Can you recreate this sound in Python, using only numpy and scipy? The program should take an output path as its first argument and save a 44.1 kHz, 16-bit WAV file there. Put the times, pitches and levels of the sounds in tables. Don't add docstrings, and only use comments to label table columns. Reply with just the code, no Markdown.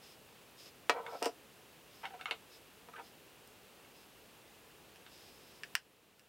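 import sys
import numpy as np
from scipy import signal
from scipy.fft import rfft, irfft
from scipy.io import wavfile
from scipy.ndimage import uniform_filter1d

SR = 44100
rng = np.random.default_rng(int(sys.argv[2]) if len(sys.argv) > 2 else 0)


def transcribe(signal):
    frames = np.atleast_2d(signal).T
    limited = np.clip(frames, -1, 1)
    pcm = np.round(limited * 32767).astype(np.int16)
    wavfile.write(sys.argv[1], SR, pcm)


N = 276948
TIME = np.arange(N) / SR
SHORT_TIME = TIME[:SR // 4]
CUTOFF_HZ = 15900

# pitch_hz, relative level_db, t60_s
TABLE_MODES = [(272, -10, .08), (457, -3, .1), (620, -5, .06), (686, 0, .06), (732, -3, .06),
               (835, -7, .04), (997, -3, .065), (1116, -9, .07), (1293, -3, .065), (1403, -8, .06),
               (1499, -6, .06), (1600, -9, .05), (1896, -10, .07), (2308, -8, .08), (2620, -11, .06),
               (2890, -9, .07), (3301, -7, .055), (3820, -15, .06), (4218, -14, .07), (5800, -20, .04),
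               (7316, -21, .05)]


def from_db(db):
    return 10 ** (np.asarray(db) / 20)


def rms_one(x):
    return x / np.sqrt(np.mean(x ** 2) + 1e-20)


def at_hz(points, hz):
    known_hz, value = np.transpose(points)
    return np.interp(np.log(np.maximum(hz, 1)), np.log(known_hz), value)


def cut(x, hz, kind, order=2):
    safe_hz = np.clip(hz, 10, .45 * SR)
    return signal.sosfilt(signal.butter(order, safe_hz, kind, fs=SR, output="sos"), x)


def resonate(x, hz, width_hz):
    r = np.exp(-np.pi * width_hz / SR)
    feedforward = np.array([1, 0, -1]) * (1 - r * r) / 2
    feedback = [1, -2 * r * np.cos(2 * np.pi * hz / SR), r * r]
    return signal.lfilter(feedforward, feedback, x)


def add(track, start_s, sound):
    start = round(start_s * SR)
    track[start:start + len(sound)] += sound[:N - start]


def ring(modes, crack_db, crack_t60, spread_db=0):
    t = SHORT_TIME
    hz, db, t60 = np.transpose(modes)[:, :, None]
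    db = db + spread_db * rng.standard_normal(db.shape)
    swings = from_db(db - 60 * t / t60) * np.sin(2 * np.pi * hz * t)
    tone = swings[::2].sum(axis=0) - swings[1::2].sum(axis=0)
    crack = rng.standard_normal(len(t)) * from_db(crack_db - 60 * t / crack_t60)
    return tone / np.abs(tone).max() + cut(crack, 400, "high")


def contact_pulse(low_hz, high_hz):
    pulse = cut(signal.unit_impulse(SR // 4), [low_hz, high_hz], "band")
    return pulse / np.abs(pulse).max()


def room(x, first_s=0.0014, wall_hz=11000):
    # pitch_hz, t60_s
    decay = [(300, 0.16), (2000, 0.097), (5000, 0.13), (9000, 0.094), (15000, 0.091)]
    t, edges_hz = SHORT_TIME, np.geomspace(150, 17000, 9)
    tail = 0
    for low_hz, high_hz in zip(edges_hz, edges_hz[1:]):
        t60 = at_hz(decay, np.sqrt(low_hz * high_hz))
        band = cut(rng.standard_normal(len(t)), [low_hz, high_hz], "band")
        tail = tail + band * from_db(-60 * t / t60)
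    tail = tail * (t > first_s)
    tail = tail / np.linalg.norm(tail)
    return signal.fftconvolve(x, cut(tail, wall_hz, "low", order=1))[:len(x)]


def background(level_db=-60):
    # pitch_hz, relative level_db per Hz
    spectrum = [(15, -48), (25, -24), (43, -8), (75, -6), (113, -3), (204, -2.5), (246, -2.5), (445, -2),
                (537, -2.5), (631, -6), (684, -5), (2170, -11), (2700, -9), (5880, -17), (15500, -18.5)]
    # pitch_hz, side_minus_mid_db
    width_curve = [(30, -9), (120, -8), (200, -8), (400, -13.5), (1000, -13), (3000, -22.5), (12000, -58)]
    # pitch_hz, width_hz, level_db before halving
    humps = [(435, 116, -6), (2720, 570, -5)]
    hz = np.fft.rfftfreq(N, 1 / SR)
    white = rfft(rng.standard_normal((2, N)))
    mid, side = white * from_db(at_hz(spectrum, hz)) * (hz < CUTOFF_HZ)
    side = side * from_db(at_hz(width_curve, hz))
    noise = irfft(mid + side * [[1], [-1]], N)
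    noise = noise + sum(from_db(db) * resonate(noise, centre, width) for centre, width, db in humps) / 2
    return from_db(level_db) * rms_one(noise)


def lens_motor(ramp_s=0.034):
    # start_s, length_s, level_db
    runs = [(0.0, 0.16, -62), (0.562, 0.15, -58), (1.074, 0.22, -61.5), (1.9, 0.2, -65.5),
            (2.49, 0.11, -61), (3.012, 0.099, -65), (3.932, 0.13, -67), (5.089, 0.24, -63),
            (5.3, 0.32, -67)]
    # pitch_hz, width_hz, relative level_db
    barrel = [(3500, 1900, -3.5), (5110, 320, 3), (8300, 760, -13.5), (12300, 900, -11)]
    drive = 0
    for start_s, length_s, db in runs:
        to_nearest_end_s = np.minimum(TIME - start_s, start_s + length_s - TIME)
        drive = drive + from_db(db) * np.clip(to_nearest_end_s / ramp_s, 0, 1)
    whir = sum(from_db(db) * resonate(rng.standard_normal(N), hz, width) for hz, width, db in barrel)
    return drive * rms_one(whir)


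def slides(slips_per_s=1300, uneven_db=3):
    # start_s, length_s, direct level_db, chatter_hz, weight 0-1
    strokes = [(0.935, 0.071, -43.5, 724, 0.95), (1.03, 0.096, -51.5, 830, 0.8),
               (1.122, 0.039, -45, 707, 0.84), (1.21, 0.055, -43, 790, 0.8),
               (2.03, 0.029, -45.5, 806, 0.11), (2.101, 0.011, -54, 780, 0.26),
               (2.133, 0.022, -49, 760, 0.5), (2.19, 0.014, -55, 1310, .3),
               (2.27, 0.031, -49.5, 1370, 0.16), (2.931, 0.011, -51, 1254, 0.2),
               (2.957, 0.017, -50.5, 1580, 0.16), (2.976, 0.038, -51, 900, 0.17)]
    wander_hz_per_s = 4900
    shake_db, shake_gain_db = -12.5, 11
    grit_db, grit_loss_db = -2, 19
    out, t = np.zeros(N), SHORT_TIME
    table_thump = cut(ring(TABLE_MODES, crack_db=-28, crack_t60=.02), 1280, "low")
    for start_s, length_s, db, chatter_hz, weight in strokes:
        stroke = np.sqrt(np.maximum(np.sin(np.pi * np.minimum(t / length_s, 1)), 0))
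        slip_times = rng.random(len(t)) < slips_per_s / SR
        slips = stroke * slip_times * from_db(uneven_db * rng.standard_normal(len(t)))
        slips = cut(slips, 380, "high", order=4)
        chatter = resonate(slips, chatter_hz, wander_hz_per_s * length_s)
        chatter = rms_one(cut(chatter, 1.4 * chatter_hz, "low", order=3))
        wood = rms_one(signal.fftconvolve(slips, table_thump)[:len(t)])
        grit = rms_one(cut(slips, [1250, 2900], "band", order=3))
        sound = chatter + from_db(shake_db + shake_gain_db * weight) * wood
        sound = sound + from_db(grit_db - grit_loss_db * weight) * grit
        add(out, start_s, from_db(db) * rms_one(sound) * np.sqrt(length_s * SR / len(t)))
    return out + from_db(-4.5) * room(out)


def clacks(tick_db=-14):
    # start_s, level_db before filtering, lowest_hz
    taps = [(1.064, -31, 1300), (2.054, -29.5, 700), (2.211, -31.5, 700), (2.2566, -25, 700),
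            (2.31, -17.5, 2490), (3.848, -46, 1500), (5.064, -40.5, 1500)]
    # pitch_hz, relative level_db, t60_s
    case_modes = [(768, -1, 0.042), (1260, 2.5, 0.022), (1513, 9, 0.014), (2180, 7, 0.019),
                  (2320, 6.5, 0.0064), (2750, 10.5, 0.0087), (3360, 1.5, 0.013), (3665, 3.5, 0.014),
                  (4480, 5, 0.005)]
    bright_hz = 3500
    out = np.zeros(N)
    for start_s, db, low_hz in taps:
        tap = ring(case_modes, crack_db=-7.5, crack_t60=0.014, spread_db=2)
        tap = cut(tap, low_hz, "high", order=1)
        body = cut(tap, bright_hz, "low", order=5)
        tick = from_db(tick_db) * cut(tap, [5000, 10000], "band")
        add(out, start_s, from_db(db) * (body + tick))
    return out + from_db(-3) * room(out)


def knocks(pulse_db=8):
    # start_s, level_db before filtering, contact brightness_hz
    hits = [(0.8959, -17.5, 4560), (0.9054, -33, 2620), (1.147, -31.5, 453), (1.2214, -21, 600),
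            (1.2608, -16.5, 557), (2.3108, -34, 1090), (2.887, -44, 1610)]
    out = np.zeros(N)
    for start_s, db, bright_hz in hits:
        thud = from_db(pulse_db) * contact_pulse(low_hz=510, high_hz=2880)
        blow = ring(TABLE_MODES, crack_db=-2.0, crack_t60=0.033) + thud
        add(out, start_s, from_db(db) * cut(blow, bright_hz, "low"))
    out = cut(out, 225, "high", order=4)
    return out + from_db(-8.5) * room(out)


def snaps(pulse_db=-8):
    # start_s, level_db before filtering, lowest_hz, brightness_hz
    releases = [(1.2265, -18.5, 3820, 10100), (1.2459, -24, 3040, 9000), (1.2573, -17.5, 3800, 9000),
                (3.475, -33, 11000, 15000), (4.959, -44, 1500, 12000), (5.6345, -23, 1880, 2600),
                (5.7526, -13, 705, 15500), (6.195, -37, 3000, 14000)]
    # pitch_hz, relative level_db, t60_s
    lid_modes = [(1700, 0, .0075), (2780, -1, .006), (4900, -8, .007), (5600, -5, .005), (7500, -14, .004),
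                 (9000, -6, .003), (11200, -17, .004), (14400, -9, .004)]
    lifted_s = 3.3
    far_room_db, near_room_db = -1, -4.5
    out = np.zeros(N)
    lid = ring(lid_modes, crack_db=-28, crack_t60=.006)
    release = lid + from_db(pulse_db) * contact_pulse(low_hz=647, high_hz=6540)
    for start_s, db, low_hz, bright_hz in releases:
        snap = cut(cut(release, low_hz, "high"), bright_hz, "low", order=1)
        snap = from_db(db) * snap
        room_db = far_room_db if start_s < lifted_s else near_room_db
        add(out, start_s, snap + from_db(room_db) * room(snap))
    return out


def scene():
    handling = slides() + clacks() + knocks() + snaps()
    side_reflections = from_db(-24.5) * room(handling, wall_hz=17000) * [[1], [-1]]
    return background() + lens_motor() + handling + side_reflections


def gain_control(x, threshold_db=-32, most_db=7.0, release_db_per_s=0.5, attack_s=0.0061):
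    treble = cut(x.mean(axis=0), 7100, "high")
    power = uniform_filter1d(treble ** 2, size=44)
    level_db = 10 * np.log10(np.abs(power) + 1e-12)
    over_db = np.clip(10 * (level_db - threshold_db), 0, most_db)
    recovery_db = release_db_per_s * TIME
    held_db = np.maximum.accumulate(over_db + recovery_db) - recovery_db
    r = np.exp(-1 / (attack_s * SR))
    reduction_db = signal.lfilter([1 - r], [1, -r], held_db)
    return x * from_db(-reduction_db)


def record(dry):
    steep_cut = signal.ellip(10, .1, 80, CUTOFF_HZ, fs=SR, output="sos")
    return signal.sosfilt(steep_cut, gain_control(dry))


dry = scene()
out = record(dry)
transcribe(out)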